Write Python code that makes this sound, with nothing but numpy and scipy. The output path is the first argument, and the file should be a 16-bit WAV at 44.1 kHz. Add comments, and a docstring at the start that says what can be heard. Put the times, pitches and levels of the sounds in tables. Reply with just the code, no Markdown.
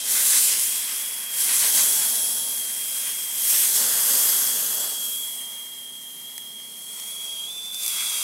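"""Thermal fogger at a wooden hive box

Outdoors, a handheld fogger blows hot oil fog into a hive box, then is drawn back from it.
Each pump stroke flashes to a hissing, spitting jet of filtered noise; the hollow box booms with it as resonances.
The burner whistles throughout as a trembling near sine, and bees hum as wavering wing beats with overtones.
Around them the yard is a faint wide wash of noise, unrelated on the two sides, over the flame's low flutter."""
import sys
import numpy as np
from scipy import signal
from scipy.io import wavfile
from scipy.ndimage import map_coordinates

SR = 44100
rng = np.random.default_rng(int(sys.argv[2]) if len(sys.argv) > 2 else 0)


def makeup_ratio(level_db):
    """Linear amplitude ratio for a level in decibels (20 dB per factor of ten)."""
    decades = np.asarray(level_db, float) / 20
    return 10 ** decades


def unload_audio(sound):
    """Save the sound as a 16-bit wav file, at the path given as the first command line argument."""
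    columns = np.transpose(np.atleast_2d(sound))
    # keep every value between -1 and 1, then stretch to whole-number steps
    steps = np.round(np.clip(columns, -1, 1) * 32767)
    wavfile.write(sys.argv[1], SR, steps.astype(np.int16))


N = 362938  # samples

# where the nozzle is: start_s, face_echo_ms (off the box), ground_echo_ms, inside_share (1 in the box, 0 out)
NOZZLE_PLACE = [(0, .53, 2.0, 1), (.35, .53, 2.0, 1), (.5, .37, 2.0, 1), (1.0, .37, 2.0, 1),
                (2.0, .53, 2.01, 1), (2.5, .53, 2.015, 1), (2.85, .37, 2.0, 1), (3.6, .37, 2.0, 1),
                (3.8, .61, 2.005, .9), (5.0, .64, 2.02, .85), (5.3, .97, 2.05, .55), (6.3, .98, 2.085, .3),
                (6.8, .93, 2.07, .3), (7.5, .83, 2.03, .05), (8.23, .825, 1.9, 0)]


def rms_one(x):
    """Scale to unit rms."""
    return x / np.sqrt(np.mean(x ** 2) + 1e-20)


def in_time(rows):
    """Columns of a table against its seconds, one value per sample."""
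    s, *columns = np.transpose(rows)
    return [np.interp(np.arange(N) / SR, s, c) for c in columns]


def drift(rate_hz):
    """Slow chance: noise through a double one-pole low-pass, run in; spread 1."""
    step = 8  # samples between drawn values
    r = np.exp(-2 * np.pi * rate_hz * step / SR)
    noise = rng.standard_normal(N // step + 4002)
    slow = signal.lfilter([1], [1, -2 * r, r * r], noise)[4000:]
    return np.interp(np.arange(N) / step, np.arange(len(slow)), rms_one(slow))


def resonance(x, hz, width_hz):
    """Two-pole resonance with a gain of about 1 on top."""
    r = np.exp(-np.pi * width_hz / SR)
    top = np.array([1, 0, -1]) * (1 - r * r) / 2
    return signal.lfilter(top, [1, -2 * r * np.cos(2 * np.pi * hz / SR), r * r], x)


def lift(x, modes, share=1):
    """Each mode raises its own neighbourhood of the spectrum."""
    for hz, width_hz, db in modes:
        x = x + share * (makeup_ratio(db) - 1) * resonance(x, hz, width_hz)
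    return x


def turbulence(spectrum, gain_db, patchy_db, count=3, channels=1):
    """Bands of noise, about count to the octave; each takes gain_db(hz) in time and flickers on its own."""
    hz_points, db_points = np.transpose(spectrum)
    octaves = np.log2(hz_points[-1] / hz_points[0])
    edges = np.geomspace(hz_points[0], hz_points[-1], int(count * octaves) + 3)
    # neighbouring bands are cut from unrelated noises
    white = rng.standard_normal((2, channels, N))
    flat, out = 0, 0
    for k, (low, high) in enumerate(zip(edges, edges[1:])):
        band_pass = signal.butter(2, [low, high], "band", fs=SR, output="sos")
        band = signal.sosfilt(band_pass, white[k % 2])
        hz = np.sqrt(low * high)
        band = band * makeup_ratio(np.interp(np.log(hz), np.log(hz_points), db_points))
        flat = flat + band
        out = out + band * makeup_ratio(gain_db(hz) + patchy_db * drift(4.15))
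    # the steady spectrum has unit rms ahead of the gains
    return out / np.sqrt(np.mean(flat ** 2))


def delayed(x, ms):
    """Read a sound late by a fixed or changing time."""
    return map_coordinates(x, [np.arange(N) - ms * SR / 1000], order=3)


def flow_db():
    """Each stroke rises, holds and fades steadily in dB; stroke powers add up over the idling hiss."""
    # pump strokes and surges of oil: start_s, rise_s, hold_s, level_db, fade_db_per_s
    strokes = [(-0.195, 0.106, 0.054, -30.5, 7), (0.015, 0.097, 0.067, -21, 11.5),
               (0.177, 0.095, 0.19, -20.1, 64), (0.551, 0.06, 0.038, -26.5, 57),
               (0.847, 0.14, 0.017, -32, 56), (1.292, 0.11, 0.11, -22.5, 6.5),
               (1.459, 0.13, 0.43, -22.7, 29), (1.713, 0.043, 0.03, -20.5, 103),
               (2.481, 0.503, 0.077, -29, 9), (3.28, 0.25, 0.084, -19, 28), (3.7, 0.066, 0.02, -22.5, 60),
               (3.6, 0.36, 0.29, -20.9, 17), (4.065, 0.031, 0.005, -22, 14.5),
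               (4.433, 0.177, 0.233, -30, 31), (4.962, 0.074, 0.064, -32.5, 24),
               (5.878, 0.28, 0.162, -43, 4), (6.621, 0.41, 0.027, -35, 7), (7.697, 0.043, 0.015, -35.5, 62),
               (7.754, 0.085, 0.719, -26.5, 16)]
    idle_db, rise_power = -44.3, 2.2
    t = np.arange(N) / SR
    power = makeup_ratio(2 * idle_db)
    for start, rise, hold, db, fade_db in strokes:
        up = np.clip((t - start) / rise, 0, 1) ** rise_power
        fading_s = np.maximum(t - start - rise - hold, 0)
        power = power + up * makeup_ratio(2 * (db - fade_db * fading_s))
    return 10 * np.log10(power)


def jet():
    """Boiling oil leaves in uneven slugs: one sputter shakes hiss, roar and boom, each by its own share."""
    # turbulence at the nozzle: pitch_hz, level_db (relative, per Hz)
    hiss_spectrum = [(2500, -15.5), (3600, -12), (4300, -10), (5750, -5), (6700, -5), (7700, 0),
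                     (10000, -0.5), (12500, 0), (14000, -1.5), (15300, -9), (17500, -10)]
    # spreading plume: pitch_hz, level_db (relative, per Hz)
    roar_spectrum = [(700, -20), (1000, -2), (1500, -3), (2000, 1.5), (2600, -1.5), (3400, 1), (4500, -9.5)]
    # low noise that sounds the hollow box: pitch_hz, level_db (relative, per Hz)
    boom_spectrum = [(100, -26), (140, -10.5), (200, -5), (330, -14), (500, 2.5), (800, 2), (1200, -12.5)]
    # air modes of the box: pitch_hz, width_hz, lift_db (nozzle fully inside)
    box_modes = [(248.4, 25.4, 14.5), (413, 28, 6.5), (900, 63, 5), (1140, 170, 3), (1564, 220, 5.5),
                 (2124, 140, 3)]
    # tube resonances of the nozzle: pitch_hz, width_hz, lift_db
    nozzle_modes = [(6470, 160, 3), (9000, 350, 2), (10400, 500, 2.5), (12300, 500, 1.5)]
    # slugs of unboiled oil: start_s (their middle), extra_roar_db, length_s
    slugs = [(0.172, 5.5, 0.048), (0.36, 5, .045), (0.53, 5, .045), (0.757, 0.5, 0.033), (0.902, 1.5, .04),
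             (1.51, 7.5, 0.049), (1.644, 8, 0.049), (1.796, 5, 0.029), (2.027, 4, .035), (3.065, 4, .06),
             (3.55, 5, .03), (3.648, 4.5, 0.03), (4.87, 1, 0.049), (6.983, 2, .04), (7.927, 1.5, 0.039),
             (8.013, 4, .035), (8.22, -1, 0.04)]
    # the fog: start_s, wetness_db, box_filling_db, hump_hz (loudest pitch of the hiss)
    fog = [(0, -1.5, 3.5, 10600), (.45, -1.5, -2.5, 9500), (.85, 2, -3.5, 9900), (1.25, 2.5, 0.5, 10600),
           (1.45, -1, -2, 10100), (1.9, -1, 3.5, 10400), (2.4, -5, 4, 10700), (2.8, 0, -1, 10030),
           (3.3, -1.2, -3, 9500), (3.7, -3, 0, 9500), (3.8, 2, 6.5, 12300), (4.4, 0, 4.5, 12100),
           (4.85, -2, 7, 12000), (5.15, -5.5, -2, 12100), (5.45, -1.5, 0, 9500), (6.0, -3, -2, 10340),
           (6.85, -4, -.7, 10100), (7.05, -.7, 1, 9800), (7.5, -4, 5, 10300), (7.8, -3, -1.5, 9300),
           (7.95, 2.3, -0.5, 9300), (8.23, 4.2, 3, 9700)]
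    # the nozzle swings about: start_s, tilt_db_per_octave (hiss brightness), hump_db (height of the hump)
    aim = [(0, -7.5, 3), (.11, -0.7, 1), (.45, -3, 4), (.65, 0.2, 4.5), (.85, -3, 3), (1.05, .3, 2.5),
           (1.22, -1.5, 4.5), (1.4, -0.5, 5.5), (1.95, -1.1, 1.5), (2.25, -2.2, 6.5), (3.0, 0, 4.5),
           (3.55, -0.1, 1), (3.8, -2.5, 0.5), (4.26, -1.2, 3), (4.95, -2.5, 3.5), (5.15, 2, .7),
           (5.5, 0, 4), (5.9, -0.3, 4), (6.6, -1.2, 3), (6.92, 0, 6.5), (7.5, -4.5, 2.5), (7.86, -2, 0),
           (8.23, -5, 3.5)]
    # levels at the usual hiss, and the share of the hiss swing that roar and boom follow
    usual_db, roar_level_db, boom_level_db = -28, -44, -53.5
    roar_follows, boom_follows = 0.69, 0.52
    # for each dB of a slug: dB of hiss, dB of boom, dB per octave lost by the hiss
    slug_hiss, slug_boom, slug_dulls = 0.037, .55, 0.43
    # roar tilt in dB per octave, nozzle in and out of the box; tilt lost per dB of filling
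    tilt_in, tilt_out, fill_deepens = 0.55, 3.5, 0.74
    box_heard_out = .15  # share of the box modes heard with the nozzle out

    t = np.arange(N) / SR
    hiss_db = flow_db()
    swing_db = hiss_db - usual_db
    slug_db = sum(db * np.exp(-((t - s) / length) ** 2) for s, db, length in slugs)
    wet_db, fill_db, hump_hz = in_time(fog)
    aim_tilt, hump_db = in_time(aim)
    inside = in_time(NOZZLE_PLACE)[2]
    hiss_db = hiss_db + slug_hiss * slug_db
    roar_db = roar_level_db + roar_follows * swing_db + wet_db + slug_db
    boom_db = boom_level_db + boom_follows * swing_db + fill_db + slug_boom * slug_db
    hiss_tilt = aim_tilt - slug_dulls * slug_db
    roar_tilt = tilt_out + (tilt_in - tilt_out) * inside - fill_deepens * fill_db
    sputter = 0.39 * drift(14.5) + .5 * drift(39.0) + 0.77 * drift(670.0)

    def hiss_colour(hz):
        """The tilt turns about a fixed pitch; a narrow hump wanders through the treble."""
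        hump = hump_db * np.exp(-(np.log2(hz / hump_hz) / 0.12) ** 2)
        return hiss_db + .72 * sputter + hiss_tilt * np.log2(hz / 8960.0) + hump - .9

    def roar_colour(hz):
        """The plume brightens and dulls with the nozzle's place and the filling of the box."""
        return roar_db + 1.1 * sputter + roar_tilt * np.log2(hz / 1770.0)

    hiss = lift(turbulence(hiss_spectrum, hiss_colour, 1.0, count=6), nozzle_modes)
    roar = turbulence(roar_spectrum, roar_colour, 0.9, count=4)
    boom = turbulence(boom_spectrum, lambda hz: boom_db + 0.15 * sputter, 1.36)
    box_share = box_heard_out + (1 - box_heard_out) * inside
    in_box = lift(roar + boom, box_modes, box_share)
    return (hiss + makeup_ratio(-1.5) * in_box)[0]


def spits():
    """Drops crack, fizz out and knock the barrel; small ones crackle at random, as loud as the flow allows."""
    # drops that spit: start_s, crack_db (relative), fizz_ms (decay), knock_db (relative)
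    drops = [(4.1522, -4, .3, -40), (4.4748, -10, .3, -35), (6.3795, -11.5, 1.2, -24.5),
             (6.599, -30, 1.2, -32), (6.9995, -13, .5, -34), (7.7445, -17, 4.0, -36),
             (7.7995, -14, .6, -40), (7.834, -16, 2.5, -40), (7.8628, -7, 2.5, -30), (7.8798, -2, .4, -34),
             (8.007, -10, .6, -30)]
    # colour of a crack: pitch_hz, width_hz, level_db
    crack_colour = [(4500, 2000, -4), (8000, 3000, 0), (12500, 3500, -2)]
    # ring of the barrel: pitch_hz, width_hz, level_db
    barrel = [(910, 210, -14.5), (1900, 430, -3.5)]
    noise = rng.standard_normal((len(drops), 800))
    t_ms = np.arange(800) / SR * 1000
    # about 80 small drops a second, either sign
    falls = rng.random(N) < 80.0 / SR
    size_db = 3.0 * np.minimum(rng.exponential(1, N), 2)
    small = falls * makeup_ratio(size_db) * rng.choice([-1, 1], N)
    burst = small * makeup_ratio(flow_db() + 11)
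    blows = np.zeros(N)
    for (s, db, ms, knock_db), grain in zip(drops, noise):
        start = round(s * SR)
        burst[start] += makeup_ratio(db + 7)
        burst[start:start + len(t_ms)] += makeup_ratio(db - 3) * np.exp(-t_ms / ms) * grain
        # the knock follows one fizz time later
        blows[start + round(ms * SR / 1000)] = makeup_ratio(knock_db)
    out = np.zeros(N)
    for k, (hz, width_hz, db) in enumerate(crack_colour):
        out += makeup_ratio(db) * resonance(burst + 1e-18, hz, width_hz) * (-1) ** k
    for hz, width_hz, db in barrel:
        # a resonance answers a click with a height of about 2 pi width / SR
        out += makeup_ratio(db) * resonance(blows + 1e-18, hz, width_hz) * SR / (2 * np.pi * width_hz)
    return out


def reflections(x):
    """Bounces off the wooden face and the ground comb the jet as the nozzle moves; fence and trees scatter it."""
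    face_in, face_out, ground = .21, .72, .2  # echo shares; face with the nozzle in and out of the box
    face_ms, ground_ms, inside = in_time(NOZZLE_PLACE)
    face = face_out + (face_in - face_out) * inside
    # a dull bounce off the small face, which the bass passes round, and a thin one off the ground
    dull_band = signal.butter(1, [700, 5000], "band", fs=SR, output="sos")
    thin_band = signal.butter(1, [2000, 9000], "band", fs=SR, output="sos")
    face_echo = face * delayed(signal.sosfiltfilt(dull_band, x), face_ms)
    ground_echo = ground * delayed(signal.sosfiltfilt(thin_band, x), ground_ms)
    centre = (x + face_echo + ground_echo) / np.sqrt(1 + face ** 2 / 2)
    # fence and trees answer from the sides, opposite in sign left and right
    far_band = signal.butter(4, [2200, 9500], "band", fs=SR, output="sos")
    far = signal.sosfilt(far_band, x)
    scatter = makeup_ratio(-25 + 2.0 * drift(9.2)) * (delayed(far, 7.3) - delayed(far, 11.9))
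    return np.array([centre + scatter, centre - scatter])


def whistle():
    """An edge tone: a near sine, trembling in pitch and strength, with a weak octave and a skirt of breath."""
    # burner whistle: start_s, pitch_hz, level_db (relative)
    burner = [(0, 3240, -41), (.45, 3225, -45), (.75, 3285, -40), (.94, 3260, -43), (1.03, 3335, -41),
              (1.08, 3305, -41), (1.15, 3345, -41), (1.24, 3265, -40), (1.46, 3248, -39), (1.6, 3265, -41),
              (1.85, 3270, -37), (2.03, 3325, -37), (2.12, 3290, -38), (2.4, 3300, -38), (2.7, 3262, -39),
              (3.37, 3265, -39.5), (3.82, 3330, -41.5), (4.0, 3290, -41.5), (4.35, 3285, -37.5),
              (4.6, 3305, -40), (4.86, 3332, -38.5), (5.1, 3275, -35), (5.24, 3320, -35), (5.36, 3285, -40),
              (5.44, 3250, -37), (5.72, 3235, -41.5), (5.9, 3275, -40), (6.15, 3245, -43.5),
              (6.45, 3272, -41), (6.8, 3252, -44), (7.0, 3262, -40.5), (7.18, 3320, -36), (7.34, 3262, -35),
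              (7.45, 3300, -34), (7.51, 3490, -36), (7.57, 3460, -35), (7.74, 3482, -35.5),
              (7.8, 3526, -36), (7.93, 3362, -35), (8.03, 3374, -35), (8.07, 3406, -34), (8.18, 3265, -35),
              (8.23, 3285, -35)]
    hz, db = in_time(burner)
    wander_hz = 13.0 * drift(12.0) + 12.0 * drift(35.0) + 21.0 * drift(180.0)
    phase = 2 * np.pi * np.cumsum(hz + wander_hz) / SR
    strength = makeup_ratio(db - 0.27 + 1.0 * drift(13.0) + 1.1 * drift(120.0))
    breath = makeup_ratio(-15) * drift(147.0) * np.sin(phase + 2 * np.pi * rng.random())
    tone = np.sqrt(2) * strength * (np.sin(phase) + breath)
    octave = makeup_ratio(-21) * strength * np.sin(2 * phase + 1.1 * drift(120.0))
    # the tone sits a little right of the jet: later and weaker on the left
    left = delayed(tone, .011) * makeup_ratio(-0.5)
    right = tone * makeup_ratio(2.0)
    return np.array([left, right]) + octave


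def bees():
    """Each bee is a wavering wing beat with two overtones, swelling in and out."""
    # bees on the wing: start_s, end_s, wing_beat_hz, level_db (peak of the fundamental, before its flutter)
    flights = [(4.7, 7.0, 248, -62.5), (6.3, 7.9, 212, -64), (7.0, 8.3, 190, -69)]
    t, out = np.arange(N) / SR, np.zeros(N)
    for start, end, hz, db in flights:
        phase = 2 * np.pi * np.cumsum(hz + 1.22 * drift(4.9)) / SR
        near = np.clip(np.minimum(t - start, end - t) / 0.28, 0, 1)
        hum = np.sin(phase) + .2 * np.sin(2 * phase) + .1 * np.sin(3 * phase)
        out += makeup_ratio(db + 1.2 * drift(3.0)) * near * hum
    return out


def yard():
    """Far leaves and air, unrelated on the two sides, over the low flutter of the flame."""
    # leaves and air: pitch_hz, level_db (relative, per Hz)
    wash_spectrum = [(60, -26), (150, -39), (400, -16.5), (1000, -16.5), (1600, -17), (2400, -21.5),
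                     (4000, -34)]
    # flame: pitch_hz, level_db (relative, per Hz)
    flame_spectrum = [(35, -30), (60, -17), (100, -7.5), (200, 2.5), (300, -1.5), (450, 1)]
    wash = turbulence(wash_spectrum, lambda hz: -59, 0.6, channels=2)
    flame = turbulence(flame_spectrum, lambda hz: -62, .9)
    return wash + flame


def scene():
    """The fogger stands in the middle, its whistle a little right, the yard all round."""
    return reflections(jet() + spits()) + whistle() + bees() + yard()


def band_limit(x):
    """A steep low-pass at the top of the band."""
    return signal.sosfilt(signal.butter(12, 16930, fs=SR, output="sos"), x)


def record(dry):
    """A close stereo pair; the treble of the finished mix ends steeply at 15780 Hz."""
    treble_end = signal.ellip(12, .3, 75, 15780, fs=SR, output="sos")
    mix = signal.sosfilt(treble_end, dry)
    return band_limit(mix)


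dry = scene()
out = record(dry)
unload_audio(out)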